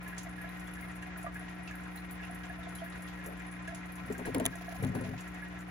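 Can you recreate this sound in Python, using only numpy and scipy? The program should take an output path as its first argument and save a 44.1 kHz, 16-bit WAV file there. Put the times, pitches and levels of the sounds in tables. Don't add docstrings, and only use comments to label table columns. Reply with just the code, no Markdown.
import sys
import numpy as np
from scipy import signal
from scipy.fft import rfft, irfft
from scipy.io import wavfile

SR = 44100
rng = np.random.default_rng(int(sys.argv[2]) if len(sys.argv) > 2 else 0)


def put_to_file(sound):
    columns = np.atleast_2d(sound).T
    safe = np.clip(columns, -1, 1)
    whole_steps = np.round(safe * 32767)
    wavfile.write(sys.argv[1], SR, whole_steps.astype(np.int16))


N = 251370
T = np.arange(SR // 3) / SR

# f/Hz, level/dB
SPRAY_SPECTRUM = [(1500, -97), (4500, -3), (7000, -40), (8300, -1.5), (9700, 6.5), (10250, 15.5),
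                  (10600, 0.5), (11100, -2.5), (12200, -0.5), (13100, 5.5), (13500, 14.5), (14300, -6),
                  (15600, -1), (16200, -55)]
# f/Hz, level/dB, t60/s
TANK_MODES = [(97, -18, 0.18), (111, -2, 0.2), (140.5, -3.5, 0.26), (195.4, -2.5, 0.085), (256, 0, 0.15),
              (283, -10, 0.049), (435, 0.5, 0.079), (523, -9, 0.058), (564, 0.5, 0.025), (684, -6, 0.028),
              (927, -5.5, 0.028)]


def amp(db):
    return 10 ** (np.asarray(db) / 20)


def curve_at(points, hz):
    f, value = np.transpose(points)
    return np.interp(np.log(hz + 1), np.log(f + 1), value)


def add(mix, s, sound):
    part = mix[:, max(round(s * SR), 0):][:, :sound.shape[1]]
    part += sound[:, :part.shape[1]]


def decay(t60, rise):
    return np.exp(-np.log(1000) * T / t60) * (1 - np.exp(-T / rise))


def burst(t60, rise, channels=()):
    return rng.standard_normal((*channels, len(T))) * decay(t60, rise)


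def peaked(x):
    return x / abs(x).max()


def colour(x, points, peaks=()):
    size = 8192
    hz = abs(np.fft.fftfreq(size, 1 / SR))
    resonances = sum(lift / (1 + (2 * (hz - f) / width) ** 2) for f, width, lift in peaks)
    log_gain = np.log(amp(curve_at(points, hz) + resonances))
    taps = np.fft.ifft(np.exp(np.conj(signal.hilbert(log_gain)))).real[:size // 2]
    return np.apply_along_axis(lambda v: signal.fftconvolve(v, taps)[:len(v)], -1, x)


def place(x, lag_ms, pan_db):
    hz = np.fft.rfftfreq(len(x), 1 / SR)
    delayed = irfft(rfft(x) * np.exp(-2j * np.pi * hz * lag_ms / 1000), len(x))
    return np.array([x * amp(pan_db / 2), delayed * amp(-pan_db / 2)])


def diffuse(pair, pan_db):
    # f/Hz, coherence
    likeness = [(100, 0.92), (350, 0.32), (700, 0.021), (1600, 0.35), (3000, 0.018), (6000, 0.022)]
    left, unrelated = rfft(pair)
    coherence = np.clip(curve_at(likeness, np.fft.rfftfreq(pair.shape[1], 1 / SR)), 0, 1)
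    right = coherence * left + np.sqrt(1 - coherence ** 2) * unrelated
    return irfft(np.array([left * amp(pan_db / 2), right * amp(-pan_db / 2)]), pair.shape[1])


def patter(per_s, spread_db, t60, count):
    out = np.zeros((2, N))
    for _ in range(count):
        hits = rng.random(N) < per_s / count / SR
        sizes = amp(spread_db * np.minimum(rng.exponential(1, N), 3))
        echoes = burst(t60, .0016, channels=[2])
        out += signal.fftconvolve((hits * sizes)[None], echoes, axes=1)[:, :N]
    return out / out.std() * np.sqrt(SR / 2)


def bubble(hz, t60, glide, wet):
    ring = np.sin(2 * np.pi * hz * (T + glide * T * (T / 2 - .01))) * decay(t60, .0057)
    echoes = signal.fftconvolve(ring, burst(.11, .002))[:len(T)]
    return peaked(peaked(ring) + wet * peaked(echoes))


def mode_response(force, hz, t60):
    ring = np.sin(2 * np.pi * hz * T) * decay(t60, .00072)
    return peaked(signal.fftconvolve(force, ring)[:len(force)])


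def pump(mains_hz=60.06):
    # harmonic number, left level/dB, right level/dB
    harmonics = [(1, -57, -54.5), (2, -58.5, -60.5), (3, -46, -47.5), (5, -56, -56), (6, -61, -104),
                 (7, -74.5, -77.5), (8, -68, -100), (9, -70, -81), (11, -75, -64.5)]
    # f/Hz, level/dB per Hz
    rumble_spectrum = [(15, -130), (28, -89.5), (44, -80.5), (75, -72), (100, -83), (155, -77.5),
                       (215, -86.5), (280, -78.5), (400, -89), (600, -95.5), (1500, -86), (4000, -110),
                       (16000, -130)]
    t = np.arange(N) / SR - np.array([[0], [.0004]])
    hum = sum(amp([[left], [right]]) * np.sqrt(2) * np.sin(2 * np.pi * k * mains_hz * t)
              for k, left, right in harmonics)
    rumble = colour(rng.standard_normal((2, N)) * np.sqrt(SR / 2), rumble_spectrum)
    return hum + diffuse(rumble, pan_db=3)


def trickle():
    # f/Hz, level/dB per Hz
    flow_spectrum = [(200, -104), (450, -89.5), (850, -86), (1300, -91), (1900, -85.5), (2400, -87),
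                     (2850, -90.5), (3050, -97), (3600, -96), (4400, -104), (6800, -105), (9000, -120),
                     (16000, -135)]
    # f/Hz, width/Hz, lift/dB
    air_modes = [(701, 34, 7), (738, 35, 10), (1031.6, 49, 9.5), (1344, 30, 15), (1474, 22, 10),
                 (1678, 48, 14), (1895, 57, 10.5), (2120, 170, 4.5), (2460, 18, 9)]
    impacts = patter(per_s=550, spread_db=2.5, t60=.089, count=24)
    return diffuse(colour(impacts, flow_spectrum, air_modes), pan_db=1.5)


def crackle(centre_s=4.65, width_s=.6, level_db=-102):
    # f/Hz, level/dB
    spectrum = [(1000, -24), (2500, 4.5), (4700, -0.5), (7000, 0.5), (8700, -40), (10300, 2.5), (13000, -6),
                (16000, -5)]
    stirring = np.exp(-((np.arange(N) / SR - centre_s) / width_s) ** 2)
    grains = patter(per_s=70, spread_db=3.5, t60=.04, count=4)
    return amp(level_db) * stirring * diffuse(colour(grains, spectrum), pan_db=-5)


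def tick(hz):
    snap = rng.standard_normal((1, len(T))) * (decay(.014, .0003) + .45 * decay(.19, .0005))
    return peaked(colour(snap, SPRAY_SPECTRUM, [(hz, 2000, 15)]))


def spray():
    # t/s, tick level/dB, fizz level/dB (each on its own relative scale), f/Hz
    loud = [(0.0288, -47.5, -78, 14700), (0.0775, -49, -74, 12200), (0.181, -53, -60, 10300),
            (0.2313, -50, -67.5, 12200), (0.2927, -57, -80, 10100), (0.414, -49, -87, 12000),
            (0.4908, -51.5, -89, 12000), (0.6045, -62, -88, 10300), (0.6409, -52, -92, 14400),
            (0.6684, -55.5, -89, 10500), (0.7364, -48.5, -76, 11100), (0.8097, -47, -82, 14900),
            (0.8844, -57, -92, 10700), (0.9552, -57, -93, 10200), (1.0241, -61, -73, 10800),
            (1.1748, -42, -84, 14200), (1.228, -54, -71, 10400), (1.344, -48, -75, 14900),
            (1.3927, -52, -80, 10700), (1.6317, -56, -90, 10200), (1.7529, -48.5, -80, 11960),
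            (1.958, -45, -77, 14900), (2.109, -42, -72, 14500), (2.3067, -55, -86, 10500),
            (2.3451, -49.5, -76, 11500), (2.6908, -53, -73, 10500), (2.7515, -44.5, -70, 10900),
            (2.8409, -46.5, -87, 14300), (2.8983, -53, -78, 10400), (3.021, -52, -71.5, 10900),
            (3.2602, -41.5, -65.5, 12500), (3.464, -55.5, -86, 10300), (3.5129, -53.5, -75, 10100),
            (3.6765, -52.5, -72, 10600), (3.7464, -46, -64.5, 10700), (3.92, -49, -85, 11400),
            (3.955, -47, -72, 11400), (4.124, -44, -64, 14300), (4.18, -50, -67, 11900),
            (4.255, -46.5, -68, 11000), (4.556, -54, -69.5, 12000), (4.7536, -46, -81, 15000),
            (4.825, -46.5, -71, 10900), (4.948, -46.5, -73, 11000), (5.0083, -48.5, -72, 10600),
            (5.2059, -59, -65, 12100), (5.2757, -61, -74, 14800), (5.3421, -58, -74, 12600),
            (5.589, -63, -75, 12500)]
    fizz_spectrum = [(2500, -36), (5000, -30.5), (6900, -16), (8500, -16.5), (12000, -35.5)]
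    sizzle = patter(per_s=60, spread_db=3, t60=.11, count=4)[:1]
    out = amp(-112) * colour(sizzle, SPRAY_SPECTRUM)
    faint = [(when * N / SR, -55 - 12 * weak_tick, -74 - 12 * weak_fizz, 9500 + 5500 * pitch)
             for when, weak_tick, weak_fizz, pitch in rng.random((50, 4))]
    for s, tick_db, fizz_db, hz in [*loud, *faint]:
        fizz = colour(burst(.07, .0003, channels=[1]), fizz_spectrum)
        add(out, s, amp(tick_db + 5) * tick(hz))
        add(out, s, amp(fizz_db + 24.5) * peaked(fizz))
    add(out, .0044, .4 * out)
    return place(out[0], lag_ms=-.18, pan_db=0)


def droplets():
    out = np.zeros((2, N))
    events = rng.uniform([0, -52, 0, -3, -.25], [N / SR, -44, 1.05, 6, .1], size=(150, 5))
    for s, db, octaves, pan_db, lag_ms in events:
        plink = bubble(1250 * 2 ** octaves, t60=.009, glide=1.2, wet=.4)
        add(out, s, amp(db - 4 * octaves ** 2) * place(plink, lag_ms, pan_db))
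    return out


def drops():
    # t/s, relative splash level/dB, plink level/dB, f/Hz
    events = [(0.18, -36.5, -46, 6430), (0.489, -66, -55, 3980), (0.669, -57, -54, 3420),
              (1.025, -55, -47, 2800), (1.482, -47, -54, 2960), (1.6756, -39, -42, 2680),
              (1.974, -50, -52, 4160), (2.232, -48, -45, 2760), (2.4343, -46, -60, 3100),
              (2.631, -48, -52, 3684), (2.754, -50, -57, 4000), (2.785, -47, -49, 3270),
              (2.923, -47.5, -60, 3950), (3.0754, -43, -65, 3440), (3.674, -45, -57, 2750),
              (3.747, -46, -57, 6400), (4.25, -40, -64, 2750), (5.04, -43, -49, 2440),
              (5.178, -42, -52, 2610)]
    # f/Hz, level/dB
    spectrum = [(500, 2), (1500, -6), (2700, 6.5), (4500, 1), (7000, 0.5), (9000, -22)]
    out = np.zeros((2, N))
    for s, splash_db, plink_db, hz in events:
        smack = place(burst(.014, .0002), lag_ms=-.19, pan_db=-2)
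        spatter = diffuse(burst(.22, .00093, channels=[2]), pan_db=-4)
        splash = colour(smack + amp(-3) * spatter, spectrum, [(hz, .25 * hz, 7)])
        add(out, s, amp(splash_db + 1) * peaked(splash))
        plink = bubble(hz, t60=.014, glide=2, wet=.45)
        add(out, s, amp(plink_db) * place(plink, lag_ms=-.06, pan_db=-8))
    return out


def glugs(faint_db=-48.5, spread_db=21):
    # t/s, level/dB, f/Hz, t60/s
    loud = [(0.266, -42, 686, 0.042), (0.442, -42.5, 675, 0.045), (1.243, -36.5, 690, 0.04),
            (1.263, -36.5, 1190, 0.05), (1.266, -37, 670, 0.037), (2.294, -44, 705, 0.06),
            (2.5, -42.5, 724, 0.043), (2.586, -45, 670, 0.089), (2.668, -40.5, 703, 0.054),
            (2.817, -37.5, 671, 0.12), (3.679, -44, 670, 0.14), (3.723, -41.5, 680, 0.051),
            (4.553, -43, 686, 0.029), (4.611, -44, 710, 0.043), (4.682, -37, 694, .045),
            (4.722, -40, 685, 0.048), (4.756, -44, 706, 0.048), (5.044, -44, 666, 0.16),
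            (5.136, -42.5, 723, 0.035)]
    out = np.zeros((2, N))
    faint = [(s, faint_db - spread_db * weak, hz, .07)
             for s, weak, hz in rng.uniform([0, 0, 640], [N / SR, 1, 770], size=(75, 3))]
    for s, db, hz, t60 in [*loud, *faint]:
        plop = bubble(hz, t60, glide=.5, wet=.3)
        add(out, s, amp(db) * place(plop, lag_ms=-.23, pan_db=-5))
    return out


def pops():
    # t/s, relative level/dB, f/Hz, left minus right/dB
    events = [(0.0625, -39.5, 1710, -2), (0.1273, -38.5, 1660, -2), (0.263, -48, 1930, 1.0),
              (0.382, -38.5, 1670, -2), (0.444, -38.5, 1680, -2), (0.7713, -38, 1720, 0),
              (0.8255, -43, 2120, 5), (1.0275, -39, 1650, 1.0), (1.264, -41, 1920, -1),
              (1.356, -36.5, 1677, -2), (1.3807, -49, 1655, 3), (1.709, -37, 1686, -1),
              (2.2003, -39, 1680, 1.0), (2.4339, -48, 1646, -6), (2.4981, -40, 1687, 1.0),
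              (2.862, -41, 1675, 1.5), (3.1982, -42, 1764, -3), (3.4026, -40, 1690, -0.5),
              (3.677, -35.5, 1670, -2), (4.1502, -40, 1630, 2.5), (4.2505, -34.5, 1657, 2.0),
              (4.5286, -39.5, 1676, -3), (4.6794, -42, 1694, 1.0), (4.988, -45, 1870, -2),
              (5.4234, -38, 1695, -6)]
    # f/Hz, level/dB
    spectrum = [(500, -29.5), (1300, -12.5), (1700, -4), (2100, 1.5), (2700, -10.5), (5000, -31.5)]
    out = np.zeros((2, N))
    for s, db, hz, pan_db in events:
        splash = peaked(colour(burst(.08, .004), spectrum, [(hz, 120, 16), (1910, 130, 7)]))
        pop = peaked(splash + 1.1 * bubble(hz, t60=.034, glide=.6, wet=.4))
        add(out, s - .001, amp(db + .5) * place(pop, lag_ms=-.1, pan_db=pan_db))
    return out


def rubs(attack_s=.011, release_s=.05):
    # t/s, duration/s, level/dB
    strokes = [(4.005, 0.13, -50), (4.294, 0.191, -44), (4.778, 0.029, -40.5), (4.825, 0.12, -36),
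               (4.994, 0.136, -40.5)]
    # f/Hz, level/dB
    spectrum = [(70, -14.5), (105, -4), (160, 1.5), (257, -11), (431, -18.5), (900, -22)]
    t, out = np.arange(N) / SR, np.zeros(N)
    friction = rng.standard_normal(N)
    modes = sum(amp(db) * mode_response(friction, hz, t60) for hz, db, t60 in TANK_MODES)
    rumble = colour(modes, spectrum)
    for start, length, db in strokes:
        stroke = np.clip(np.minimum((t - start) / attack_s, 1 + (start + length - t) / release_s), 0, 1)
        rms = np.sqrt(np.average(rumble ** 2, weights=stroke ** 2))
        out += amp(db) * stroke * rumble / rms
    return place(out, lag_ms=.39, pan_db=4.5)


def bumps(scatter=.038):
    # t/s, relative level/dB, hardness as tilt/(dB per octave)
    blows = [(4.1, -35.5, -1.5), (4.192, -40, 2.5), (4.265, -35, 2), (4.344, -42.5, 6.5), (4.359, -36.5, 6),
             (4.401, -38, 7), (4.453, -40.5, 6), (4.835, -32.5, 1.5), (4.95, -33, 0.5), (5.01, -43, 4),
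             (5.113, -46.5, -14)]
    # f/Hz, level/dB
    blow_spectrum = [(140, -11), (257, 1), (431, -8.5)]
    # f/Hz, level/dB
    scrape_spectrum = [(200, -15), (600, -3.5), (1000, -3.5), (2200, -8.5), (3200, -20.5), (7000, -27)]
    out = np.zeros((2, N))
    for s, strength_db, tilt_db in blows:
        bump = np.zeros(len(T))
        for hz, db, t60 in TANK_MODES:
            force = burst(.083, .0017)
            shifted_hz = hz * (1 + scatter * rng.uniform(-1, 1))
            gain = amp(db + curve_at(blow_spectrum, hz) + tilt_db * np.log2(hz / 257))
            bump += gain * mode_response(force, shifted_hz, t60)
        scrape = peaked(colour(burst(.09, .003), scrape_spectrum))
        bump += amp(-2.5 + 1.05 * tilt_db) * scrape
        add(out, s - .002, amp(strength_db) * place(bump, lag_ms=.245, pan_db=5))
    return signal.sosfilt(signal.butter(3, 75, "high", fs=SR, output="sos"), out)


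def slosh(low_hz=245, high_hz=792, spread_db=6.5, rise_db=1):
    # t/s, duration/s, mean bubble level/dB at the start
    washes = [(2.936, 0.042, -58), (3.262, 0.073, -49), (4.106, .04, -55), (4.176, 0.052, -48),
              (4.253, 0.051, -40.5), (4.341, 0.091, -38.5), (4.823, 0.063, -53), (4.934, 0.1, -45),
              (5.034, .1, -56)]
    # t/s, level/dB, f/Hz
    gulps = [(4.101, -30, 420), (4.266, -38.5, 233), (4.346, -29.5, 516), (4.357, -26, 262),
             (4.4, -29.5, 633), (4.414, -33, 257), (4.452, -33.5, 676), (4.823, -34, 465),
             (4.845, -44, 594), (4.862, -40, 254), (4.954, -34.5, 414), (4.978, -31.5, 252),
             (5.012, -42, 514)]
    out = np.zeros((2, N))
    for start, length, db in washes:
        for when, pitch, weak in rng.random((36, 3)):
            pocket = bubble(low_hz * (high_hz / low_hz) ** pitch, t60=.012, glide=1.5, wet=.25)
            gain = amp(db - spread_db * (weak - .5) + rise_db * when)
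            add(out, start + when * length, gain * place(pocket, lag_ms=.41, pan_db=1.5))
    for s, db, hz in gulps:
        gulp = bubble(hz, t60=18 / hz, glide=.9, wet=.37)
        add(out, s, amp(db) * place(gulp, lag_ms=.36, pan_db=.5))
    return out


def clicks():
    # t/s, snap level/dB, crack level/dB, knock level/dB, knock f/Hz
    events = [(4.347, -25, -38, -25, 2060), (4.383, -31, -40, -44, 1900), (4.399, -31, -30, -34, 2850),
              (4.4546, -19.5, -15, -35, 1800), (4.4625, -17, -13, -27.5, 1800),
              (4.556, -37, -44, -44, 2000), (4.837, -44, -40, -43, 2290), (4.848, -35, -33, -42, 1970)]
    # f/Hz, level/dB
    snap_spectrum = [(6000, -12.5), (8800, -7), (9700, 1), (10350, 14), (11000, -7), (12000, -5),
                     (14000, 3), (16000, -18.5)]
    crack_spectrum = [(600, -10), (1500, -4), (2500, -1), (3400, 10.5), (4500, -11), (5400, -11), (6400, 4),
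                      (7400, 9), (8600, 1), (10300, 3), (12000, -18), (14000, -21)]
    knock_spectrum = [(300, -19), (700, 0), (1100, -1.5), (2200, 0.5), (3200, -7.5), (6000, -13.5)]
    sharp, hollow = np.zeros((2, 1, N))
    crack = peaked(colour(signal.unit_impulse((1, len(T))), crack_spectrum))
    for s, snap_db, crack_db, knock_db, hz in events:
        grit = burst(.006, .0003, channels=[1])
        knock = burst(.024, .0004, channels=[1])
        add(sharp, s - .0004, amp(snap_db) * peaked(colour(grit, snap_spectrum)))
        add(sharp, s + .0003, amp(crack_db) * (crack + .35 * peaked(colour(grit, crack_spectrum))))
        add(hollow, s, amp(knock_db) * peaked(colour(knock, knock_spectrum, [(hz, 600, 9)])))
    return place(sharp[0], lag_ms=-.18, pan_db=0) + place(hollow[0], lag_ms=.05, pan_db=3)


def scene():
    ongoing = pump() + trickle() + glugs() + pops() + drops() + droplets() + spray()
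    movement = crackle() + clicks() + bumps() + slosh() + rubs()
    return ongoing + movement


def record(dry):
    taps = signal.firwin(511, 16200, window=("kaiser", 9), fs=SR)
    return signal.oaconvolve(dry, taps[None], "same")


dry = scene()
out = record(dry)
put_to_file(out)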